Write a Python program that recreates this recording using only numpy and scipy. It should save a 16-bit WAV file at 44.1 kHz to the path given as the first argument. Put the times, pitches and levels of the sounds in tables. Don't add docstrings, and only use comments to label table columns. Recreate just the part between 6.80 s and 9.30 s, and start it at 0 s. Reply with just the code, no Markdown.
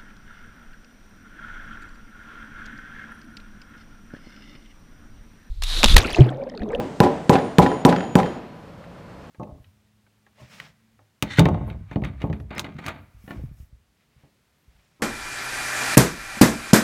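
import sys
import numpy as np
from scipy import signal
from scipy.fft import rfft, irfft
from scipy.io import wavfile
from scipy.ndimage import uniform_filter1d

SR = 44100
rng = np.random.default_rng(int(sys.argv[2]) if len(sys.argv) > 2 else 0)


def master(y):
    cut = np.clip(np.atleast_2d(y).T, -1, 1)
    pcm = np.round(cut * 32767)
    wavfile.write(sys.argv[1], SR, pcm.astype(np.int16))


def gain_from_decibels(decibels):
    exponent = np.asarray(decibels, float) / 20
    return 10 ** exponent


N = 110250

# start_s, strength_db, tick_db
BLOWS = [
    (-.09, -1, 0),
    (.2028, 1.5, -1.5),
    (0.4948, 3, 3.5),
    (0.7842, 4.5, 5.5),
    (1.0505, 4, 6.5),
    (1.3543, 1, 1.5),
]
TICK_DB, TICK_S, CRACK_DB, CRACK_T60_S = -24, 0.0016, 2, 0.049
# freq_hz, density_db_per_hz
TICK_SPECTRUM = [(710, -2), (1200, 7), (2300, -19.5), (4220, -45), (5530, -15.5), (11200, -27.5),
                 (13200, -24), (16000, -31)]
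# pitch_hz, level_db, t60_s
PUNCH_MODES = [(3632, -18, 0.014), (1600, -19.5, 0.01), (2640, -32, 0.042), (6720, -29, 0.0064)]
# delay_s, level_db
ECHOES = [(.0036, -3), (.0075, -35), (0.014, -10.5)]
BOOM_LAG_S, PUSH_DB, PUSH_S = .0008, 5, 0.00104
REBOUND_DB, REBOUND_HZ, REBOUND_T60_S = 3.5, 173.3, 0.023

# pitch_hz, level_db, t60_s
BENCH_MODES = [(87.9, -9.5, .3), (181.8, -3.5, 0.32), (266.3, -7.5, 0.4), (280.2, -8.5, 0.43),
               (362.5, -5.5, 0.33), (431.9, -5, 0.25), (454.3, -9, 0.36), (502, -10.5, 0.36),
               (585, -11, 0.38), (710, -51, 0.067), (770, -5, 0.18), (830, -3.5, 0.25), (986, -6.5, 0.28),
               (1071, -16, 0.24)]
BENCH_DB, BLOW_SCATTER_DB, DETUNE_RATIO = -14, 1.5, .0062
SPLIT_HZ, TWIN_DB = 17, -2
# freq_hz, density_db_per_hz
TAIL_SPECTRUM = [(24, -55), (40, -9), (167, 1), (790, -4.5), (1120, -16), (7000, -40.5), (8770, -43.5),
                 (9450, -46), (16000, -43)]
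TAIL_DB, TAIL_RISE_S = -19.5, 0.004
# freq_hz, t60_s
GARAGE_DECAY = [(60, 0.25), (200, 0.99), (500, 0.72), (1000, 0.87), (3000, 1), (8000, 0.61), (15000, 0.27)]

# peak_s, level_db
RATTLES = [(-.05, -22.5), (.24, -27.5), (.536, -25.5), (.829, -24), (1.095, -26.5), (1.391, -30.5)]
RATTLE_RISE_S, RATTLE_FALL_S, RATTLE_THUMP_DB = 0.011, .016, -9.5
# freq_hz, density_db_per_hz
RATTLE_SPECTRUM = [(650, -8), (1100, -3), (3010, -11.5), (4130, -12.5), (5340, -19.5), (9140, -23.5),
                   (16000, -51)]
# start_s, level_db, spread_s, thump_db
BOUNCES = [(.26, -34, 0.023, -9.5), (.554, -17.5, 0.0096, -8.5), (0.586, -24.5, 0.0054, -41),
           (0.8621, -20, .007, -9), (0.916, -31, 0.0082, -15.5), (1.125, -22.5, 0.008, -12),
           (1.162, -20.5, 0.0042, -46), (1.185, -31, .004, -44), (1.205, -26.5, 0.0057, -25.5),
           (1.229, -34.5, 0.015, -49), (1.401, -19.5, 0.0032, -46), (1.431, -25.5, 0.0034, -25.5),
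           (1.456, -34.5, 0.013, -38), (1.935, -47, .003, -55), (2.041, -43.5, .004, -54),
           (2.48, -57, .003, -45)]
# freq_hz, density_db_per_hz
CLATTER_SPECTRUM = [(500, -40), (1100, -4), (1800, -1.5), (2300, -11.5), (4000, -18.5), (7000, -33.5),
                    (10000, -43), (16000, -60)]
THUMP_TILT_DB_PER_OCTAVE = 1
LANDING_LEAD_S = .025

# start_s, length_s, pair_db, upper_db, upper_hz, low_db
RINGS = [
    (.563, 0.25, -61, -52, 9290, -70),
    (.864, 0.18, -53.5, -51.5, 9230, -45),
    (1.161, 0.23, -52, -56, 9280, -44.5),
    (1.426, 0.172, -59.5, -61, 9300, -45),
]
# first_hz, second_hz
PAIR_HZ = (6848, 6918)
PAIR_T60_S, TWIN_EXTRA_T60_S, UPPER_T60_S = 1.6, 0.67, 0.65
LOW_RING_HZ, LOW_T60_S, RING_RISE_S = 3142, 0.39, 0.018
WAVER_DB, WAVER_S = 2, 0.018

# time_s, level_db
SHUFFLE = [(0, -58.5), (.2, -58), (.5, -58), (.8, -61), (1.4, -80), (2.5, -70.5)]
# low_hz, high_hz
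SHUFFLE_BAND_HZ = (3280, 8700)

# freq_hz, density_db_per_hz
HUM_SPECTRUM = [(15, -40), (25, -4.5), (161, 0), (394, -10.5), (545, -4.5), (863, -13.5), (1020, -13),
                (4370, -32), (16000, -57)]
HUM_DB = -42.5
# pitch_hz, peak_db
WHINES = [(172, -50.5), (572, -68.5), (989, -57), (4280, -76), (5200, -77), (10400, -84)]

AIR_DB, AIR_HZ, TOP_HZ = -73, 9000, 15700
CLIP, KNEE, LOW_CUT_HZ = .88, 10, 50


def evened(x):
    return x / np.sqrt(np.mean(x ** 2) + 1e-20)


def read(points, hz):
    f, value = np.transpose(points)
    return np.interp(np.log(hz + 1), np.log(f + 1), value)


def add(mix, s, sound):
    at = round(s * SR)
    sound = sound[max(-at, 0):]
    part = mix[max(at, 0):][:len(sound)]
    part += sound[:len(part)]


def coloured(spectrum, size):
    gain = gain_from_decibels(read(spectrum, np.fft.rfftfreq(size, 1 / SR)))
    return evened(irfft(rfft(rng.standard_normal(size)) * gain, size))


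def blows():
    out, t = np.zeros(N), np.arange(4096) / SR
    for s, db, tick_db in BLOWS:
        steel_db = db + tick_db
        tick = t / TICK_S * np.exp(1 - t / TICK_S) * coloured(TICK_SPECTRUM, size=4096)
        crack_shape = gain_from_decibels(CRACK_DB - 60 * t / CRACK_T60_S) * np.minimum(t / TICK_S, 1)
        crack = crack_shape * coloured(TICK_SPECTRUM, size=4096)
        add(out, s, gain_from_decibels(steel_db + TICK_DB) * (tick + crack))
        for hz, mode_db, t60 in PUNCH_MODES:
            add(out, s, gain_from_decibels(steel_db + mode_db - 60 * t / t60) * np.sin(2 * np.pi * hz * t))
        for delay, echo_db in ECHOES:
            add(out, s + delay, gain_from_decibels(steel_db + TICK_DB + echo_db) * np.gradient(tick) * 2)

        boom_s = s + BOOM_LAG_S
        push = -gain_from_decibels(PUSH_DB) * np.sin(np.pi * np.minimum(t / PUSH_S, 1))
        rebound = gain_from_decibels(REBOUND_DB - 60 * t / REBOUND_T60_S) * np.sin(2 * np.pi * REBOUND_HZ * t)
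        add(out, boom_s, gain_from_decibels(db) * push)
        add(out, boom_s + PUSH_S, gain_from_decibels(db) * rebound)
        add(out, boom_s, gain_from_decibels(db + BENCH_DB) * bench(BLOW_SCATTER_DB, phase_spread_rad=0.93))
        add(out, boom_s, gain_from_decibels(db) * garage_tail())
    return out


def bench(scatter_db, phase_spread_rad, tilt_db=0):
    t = np.arange(SR // 2) / SR
    hz, db, t60 = np.transpose(BENCH_MODES)[:, :, None]
    draws = rng.standard_normal((4, len(BENCH_MODES), 1))
    scatter, detune, phase, split = np.clip(draws, -1.5, 1.5)
    level_db = db + scatter_db * scatter + tilt_db * np.log2(hz / 500) - 60 * t / t60
    turn = 2 * np.pi * hz * (1 + DETUNE_RATIO * detune) * t + phase_spread_rad * phase
    split_hz = SPLIT_HZ * (split + np.sign(split) / 2)
    twin = gain_from_decibels(TWIN_DB) * np.sin(turn + 2 * np.pi * split_hz * t)
    return -(gain_from_decibels(level_db) * (np.sin(turn) + twin)).sum(0)


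def garage_tail():
    hz, t, z = signal.stft(coloured(TAIL_SPECTRUM, size=SR), SR, nperseg=512)
    decay = gain_from_decibels(-60 * t / read(GARAGE_DECAY, hz)[:, None])
    tail = signal.istft(z * decay, SR, nperseg=512)[1]
    rise = 1 - np.exp(-np.arange(len(tail)) / SR / TAIL_RISE_S)
    return gain_from_decibels(TAIL_DB) * tail * rise


def bounces():
    out, t = np.zeros(N), np.arange(4096) / SR
    soft = np.sin(np.pi / 2 * np.minimum(np.arange(SR // 2) / 88, 1)) ** 2
    from_peak = t - LANDING_LEAD_S
    for s, db in RATTLES:
        rise = np.exp(-(from_peak / RATTLE_RISE_S) ** 2)
        fall = np.exp(-from_peak / RATTLE_FALL_S)
        shape = np.where(t < LANDING_LEAD_S, rise, fall)
        add(out, s - LANDING_LEAD_S, gain_from_decibels(db) * grainy(RATTLE_SPECTRUM, 1.9, shape))
        thump = bench(5.4, 1.74, THUMP_TILT_DB_PER_OCTAVE) * soft
        add(out, s - .005, gain_from_decibels(RATTLE_THUMP_DB + BENCH_DB) * thump)
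    for s, db, spread_s, thump_db in BOUNCES:
        shape = (t > LANDING_LEAD_S) * np.exp(-abs(from_peak) / spread_s)
        add(out, s - LANDING_LEAD_S, gain_from_decibels(db) * grainy(CLATTER_SPECTRUM, 1.4, shape))
        thump = bench(6.2, 1.77, THUMP_TILT_DB_PER_OCTAVE) * soft
        add(out, s, gain_from_decibels(thump_db + BENCH_DB) * thump)
    return out


def grainy(spectrum, depth_db, shape):
    grains = evened(uniform_filter1d(rng.standard_normal(4096), size=60))
    noise = gain_from_decibels(depth_db * grains) * rng.standard_normal(4096)
    gain = gain_from_decibels(read(spectrum, np.fft.rfftfreq(4096, 1 / SR)))
    return irfft(rfft(noise * shape) * evened(gain))


def rod():
    out = np.zeros(N)
    for s, length, pair_db, upper_db, upper_hz, low_db in RINGS:
        t = np.arange(0, length, 1 / SR)
        first = wavering_tone(PAIR_HZ[0], t)
        second = gain_from_decibels(-60 * t / TWIN_EXTRA_T60_S) * wavering_tone(PAIR_HZ[1], t)
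        pair = gain_from_decibels(pair_db - 60 * t / PAIR_T60_S) * (first + second)
        low = gain_from_decibels(low_db - 60 * t / LOW_T60_S) * wavering_tone(LOW_RING_HZ, t)
        swell = np.sin(np.pi * t / length) ** 0.56
        upper = gain_from_decibels(upper_db - 60 * t / UPPER_T60_S) * wavering_tone(upper_hz, t) * swell
        fade = np.minimum(t / RING_RISE_S, 1) * np.minimum((length - t) / .01, 1)
        add(out, s, (pair + low + upper) * fade)
    return out


def wavering_tone(hz, t):
    window = np.hanning(round(2 * WAVER_S * SR))
    waver = evened(signal.fftconvolve(rng.standard_normal(len(t)), window, "same"))
    phase = 2 * np.pi * rng.random()
    return gain_from_decibels(WAVER_DB * waver) * np.sqrt(2) * np.sin(2 * np.pi * hz * t + phase)


def shuffle():
    band = signal.butter(N=4, Wn=SHUFFLE_BAND_HZ, btype="band", fs=SR, output="sos")
    level_db = np.interp(np.arange(N) / SR, *np.transpose(SHUFFLE))
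    return gain_from_decibels(level_db) * evened(signal.sosfilt(band, rng.standard_normal(N)))


def hum():
    out = gain_from_decibels(HUM_DB + 1.0 * slow_drift()) * coloured(HUM_SPECTRUM, size=N)
    for hz, db in WHINES:
        turn = 2 * np.pi * np.cumsum(hz + 5.4 * slow_drift()) / SR
        out += gain_from_decibels(db + 3.0 * slow_drift()) * np.sin(turn)
    return out


def slow_drift():
    once = uniform_filter1d(rng.standard_normal(N), size=3000)
    return evened(uniform_filter1d(once, size=3000))


def scene():
    return (blows() + bounces() + rod() + shuffle() + hum())[None]


def top_cut(x):
    return signal.sosfilt(signal.butter(12, 16550, fs=SR, output="sos"), x)


def record(dry):
    high_pass = signal.butter(2, AIR_HZ, "high", fs=SR)
    hiss = gain_from_decibels(AIR_DB) * evened(signal.lfilter(*high_pass, rng.standard_normal(N)))
    band_limit = signal.cheby2(N=10, rs=50, Wn=TOP_HZ + 500, fs=SR, output="sos")
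    banded = signal.sosfilt(band_limit, dry + hiss)
    squeezed = banded / (1 + abs(banded / CLIP) ** KNEE) ** (1 / KNEE)
    cut = signal.lfilter(*signal.butter(1, LOW_CUT_HZ, "high", fs=SR), squeezed)
    return top_cut(np.clip(cut, -1, 1))


dry = scene()
out = record(dry)
master(out)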